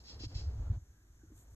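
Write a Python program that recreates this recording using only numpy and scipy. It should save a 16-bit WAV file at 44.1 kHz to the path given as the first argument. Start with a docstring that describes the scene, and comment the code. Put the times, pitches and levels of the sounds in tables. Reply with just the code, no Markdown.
"""A yard with dry ground, where a rooster forages: three quick scratches, a few dull pecks, a light brush.
His claws snap and rub through the litter and set stalks and stones ringing; each peck is a low, damped knock.
Wind buffets the phone and rustles for the first half, then drops to a low rumble
under a faint, high outdoor hiss."""
import sys
import numpy as np
from scipy import signal
from scipy.fft import rfft, irfft
from scipy.io import wavfile

SR = 44100
rng = np.random.default_rng(int(sys.argv[2]) if len(sys.argv) > 2 else 0)


def unload_audio(sound):
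    """Save the sound as a 16-bit wav file, at the path given as the first command line argument."""
    columns = np.transpose(np.atleast_2d(sound))
    # keep every value between -1 and 1, then stretch to whole-number steps
    steps = np.round(np.clip(columns, -1, 1) * 32767)
    wavfile.write(sys.argv[1], SR, steps.astype(np.int16))


N = 68355

# Soft, dark tone of wind rustle and kicked-up dust. Each row: frequency in Hz, relative level in dB.
RUSTLE_COLOUR = [(60, -8), (160, -2), (300, -2.5), (500, -6), (1000, -13.5), (1500, -17), (2400, -23.5),
                 (4800, -27.5), (7000, -37.5), (10000, -49.5)]


def undb(db):
    return 10 ** (np.asarray(db) / 20)


def times():
    return np.arange(N) / SR


def freqs():
    return np.arange(N // 2 + 1) * SR / N


def curve(at, rows):
    """Straight lines through a table of points."""
    rows = np.array(rows, float)
    return np.interp(at, rows[:, 0], rows[:, 1])


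def colour(points):
    """An EQ curve: gain per bin from (Hz, dB) points."""
    hz, db = np.array(points, float).T
    return undb(np.interp(np.log(freqs() + 1), np.log(hz), db))


def bell(offset, width):
    """A smooth hump of height 1."""
    return np.exp(-.5 * (offset / width) ** 2)


def shaped(x, gain):
    """Filter, then bring to rms 1."""
    y = irfft(rfft(x) * gain, N)
    return y / np.sqrt(np.mean(np.abs(y) ** 2))


def at_ports(pair, gain):
    """Two unrelated signals become left and right, as alike as the microphone ports hear them."""
    # How alike the two ports sound. Each row: frequency in Hz, likeness from 0 to 1.
    likeness = [(700, 1), (950, 0.99), (1300, 0.21), (2000, 0.45), (2700, 0.89), (3900, 0.17), (4900, 0.85),
                (5900, .45), (7200, 0.57), (8500, 0.33), (9400, 1), (11000, 0.82), (12300, .99), (14000, 1)]
    alike = curve(freqs(), likeness)
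    mid, side = irfft(rfft(pair) * np.sqrt([1 + alike, 1 - alike]), N)
    return shaped(np.array([mid + side, mid - side]), gain)


def noise(gain):
    """Coloured stereo noise of rms 1."""
    return at_ports(rng.standard_normal((2, N)), gain)


def wander(rate_hz):
    """A smooth random modulator of rms 1."""
    return shaped(rng.standard_normal(N), bell(freqs(), rate_hz))


def scratches():
    """Claws drag jerkily through litter: snaps and friction ring stalks and stones, damped by soil."""
    # Claw strokes. Each row: start and crest in seconds, level at each in dB, release in seconds.
    strokes = [(-.01, 0.002, -47, -63, 0.023), (0.034, 0.1, -66.5, -50.5, 0.04),
               (0.189, 0.251, -58.5, -48.5, 0.0091), (0.275, 0.32, -65.5, -63.5, 0.12),
               (.343, 0.393, -52.5, -53, 0.037)]
    # Crisp tone of dry litter. Each row: frequency in Hz, relative level in dB.
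    litter_colour = [(700, -26.5), (1500, -16.5), (2500, -10), (3900, -11), (5000, 1), (5800, -10),
                     (7100, -11.5), (8200, -25.5), (9500, -49)]
    # Resonances of stalks and stones. Each row: pitch in Hz, width in Hz, relative level in dB.
    rings = [(2720, 42, -3.5), (3320, 130, -9), (3897, 37, -3), (4196, 170, -4), (4490, 88, 0),
             (4860, 30, 2), (5110, 160, -3.5), (5280, 40, -4.5), (5570, 54, -0.5), (6120, 16, -4.5),
             (6480, 42, -10)]
    attack_s, snaps_per_s, snap_spread_db, friction_db, jerk_db = 0.0095, 2600, -6, -2.5, 0.55
    t, effort = times(), 0
    for start, crest, start_db, crest_db, release in strokes:
        drag = undb(np.interp(t, [start, crest], [start_db, crest_db]))
        attack = np.clip((t - start) / attack_s, 0, 1)
        effort += drag * attack * np.exp(-np.maximum(t - crest, 0) / release)
    snaps = (rng.random((2, N)) < snaps_per_s / SR) * rng.standard_normal((2, N))
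    snaps *= undb(snap_spread_db * np.minimum(rng.exponential(size=(2, N)), 3))
    force = shaped(snaps, 1) + undb(friction_db) * rng.standard_normal((2, N))
    ring_power = sum((undb(db) / (1 + (2 * (freqs() - hz) / width) ** 2)) ** 2 for hz, width, db in rings)
    scrape = at_ports(force, colour(litter_colour)) + noise(np.sqrt(ring_power))
    return shaped(scrape, 1) * effort * undb(jerk_db * wander(64))


def stalks():
    """Now and then a dry stalk catches under the claws and sings briefly on its own wavering pitch."""
    # Each row: centre in seconds, level in dB, pitch in Hz, half length in seconds.
    catches = [(.1, -56.5, 5430, .008), (.125, -62, 4870, .016), (.198, -60, 3290, .004),
               (.225, -54.5, 4885, .011), (.244, -57, 4500, .007), (.243, -55, 5300, .003),
               (.243, -64, 2690, .007), (.378, -63.5, 2690, .024), (.38, -63, 5207, .025)]
    waver_hz = 22
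    t, out = times(), 0
    for at, db, hz, length in catches:
        phase = 2 * np.pi * np.cumsum(hz + waver_hz * wander(65)) / SR
        port_phase = rng.uniform(-3, 1, (2, 1))
        out += undb(db) * bell(t - at, length) * np.sin(phase + port_phase)
    return out


def pecks():
    """Each blow on the ground is a short low ring with a thud and a puff of dust."""
    # Dull pecks and knocks. Each row: start in seconds, gain in dB, pitch in Hz, decay in seconds.
    blows = [(0.206, -35.5, 292, 0.0025), (0.236, -36.5, 308, 0.0066), (0.289, -55.5, 278.8, 0.033),
             (1.233, -51, 316, 0.012), (1.302, -54.5, 348, 0.0091), (1.317, -50, 309, 0.012)]
    attack_s, thud_hz = .002, 220
    dust = undb(-18) * noise(colour(RUSTLE_COLOUR))
    thud = undb(-11) * noise(bell(freqs() - thud_hz, width=100))
    out = 0
    for start, db, hz, decay in blows:
        age = np.maximum(times() - start, 0)
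        envelope = (1 - np.exp(-age / attack_s)) * np.exp(-age / decay)
        out += undb(db) * envelope * (dust + thud - np.sin(2 * np.pi * hz * age))
    return out


def brushes():
    """Light, bright sweeps that swell and fade with a fine flutter."""
    # Each row: centre in seconds, level in dB, half length in seconds.
    sweeps = [(1.394, -66.5, 0.035), (1.55, -74.5, 0.051)]
    # Their wispy tone. Each row: frequency in Hz, relative level in dB.
    brush_colour = [(1000, -15), (2600, -10.5), (4000, -10), (5200, -14), (6500, 1.5), (8200, -0.5),
                    (10500, -5.5), (13500, -7.5), (15000, -18)]
    swell = sum(undb(db) * bell(times() - at, length) for at, db, length in sweeps)
    return swell * noise(colour(brush_colour)) * undb(1.6 * wander(120))


def wind():
    """Eddies press on both ports alike, with a few stronger buffets and an airy rustle above."""
    # Wind pressure on the microphone. 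Each row: time in seconds, level in dB.
    pressure = [(0, -56.5), (.11, -64), (.145, -47.5), (.19, -52.5), (.25, -42), (.31, -51), (.39, -41),
                (.47, -40), (.52, -44), (.61, -35), (.65, -43), (.70, -33.5), (.765, -42), (.80, -57),
                (.88, -65.5), (1.0, -65.5), (1.33, -56.5), (1.45, -61), (1.55, -51.5)]
    # Deep tone of the eddies. Each row: frequency in Hz, relative level in dB.
    rumble_colour = [(15, -24.5), (30, -16.5), (50, -1), (66, 3), (82, -6.5), (105, -3), (135, -14),
                     (190, -30.5), (400, -52.5), (900, -66.5)]
    # Single buffets. Each row: centre in seconds, level in dB, pitch in Hz, half length in seconds.
    bumps = [(.27, -36, 67, 0.004), (.363, -28.5, 75, 0.0047), (.485, -28, 77.7, 0.0098),
             (.709, -27, 93.3, .015), (0.775, -33, 96.7, 0.0056), (0.829, -43.5, 67, 0.0061),
             (0.905, -51, 64, 0.0079), (1.111, -49, 63, 0.0093)]
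    # Rise and fall of the rustle. Each row: time in seconds, level in dB.
    rustle_level = [(0, -67), (.085, -70), (.115, -58.5), (.16, -60.5), (.235, -61), (.268, -70),
                    (.293, -71), (.312, -58), (.37, -62), (.42, -60), (.55, -60.5), (.68, -59.5),
                    (.76, -58.5), (.79, -78), (1.15, -91.5), (1.35, -73), (1.55, -71)]
    t, steadiness = times(), 0.8
    rumble = signal.hilbert(shaped(rng.standard_normal(N), colour(rumble_colour)))
    compressed = rumble.real / (np.abs(rumble) + 0.23) ** steadiness
    eddies = shaped(compressed, bell(freqs(), 240)) * undb(curve(t, pressure))
    buffets = sum(undb(db) * bell(t - at, length) * np.cos(2 * np.pi * hz * (t - at))
                  for at, db, hz, length in bumps)
    rustle = noise(colour(RUSTLE_COLOUR)) * undb(curve(t, rustle_level) + 0.95 * wander(33))
    return eddies + buffets + rustle


def yard():
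    """A bed of quiet air, a narrow high hiss and faint tones from far away."""
    # Steady outdoor air. Each row: frequency in Hz, relative level in dB.
    air_colour = [(40, 6), (160, -4), (330, -3.5), (500, -17.5), (900, -19.5), (1650, -14), (2300, -22.5),
                  (5300, -25), (8500, -23), (12000, -26), (14500, -31)]
    # Far-off tones. Each row: centre in seconds, level in dB, pitch in Hz, half length in seconds.
    far_tones = [(.675, -70, 1370, .03), (.98, -82, 1620, .06), (1.22, -75.5, 1560, .014),
                 (1.28, -80, 1450, .03)]
    air_db, hiss_db, hiss_hz = -69, -78, 6460
    air = noise(colour(air_colour)) * undb(air_db + 0.2 * wander(9.3))
    hiss = noise(bell(freqs() - hiss_hz, width=810)) * undb(hiss_db + 2.4 * wander(5))
    far = sum(undb(db) * bell(times() - at, length) * noise(bell(freqs() - hz, width=70))
              for at, db, hz, length in far_tones)
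    return air + hiss + far


def scene():
    """The rooster's foraging, mixed with the wind and the yard."""
    return scratches() + stalks() + pecks() + brushes() + wind() + yard()


def record(dry):
    """The phone widens the treble by a lag between its ports and cuts the top."""
    # How far the right port trails the left. Each row: frequency in Hz, phase lag in radians.
    port_lag = [(0, 0), (1100, 0), (2000, 2.7), (4800, 3.15), (5700, 3.6), (6500, 6), (7500, 6.5),
                (9200, 9.4), (10300, 9.45), (11800, 12.55), (13000, 12.6), (14200, 15.6)]
    top_hz = 14400
    phase_turn = np.exp(.5j * np.array([[1], [-1]]) * curve(freqs(), port_lag))
    faded = dry * signal.windows.tukey(N, .004)
    wide = irfft(rfft(faded) * phase_turn, N)
    return signal.sosfilt(signal.ellip(8, .2, 70, top_hz, fs=SR, output="sos"), wide)


dry = scene()
out = record(dry)
unload_audio(out)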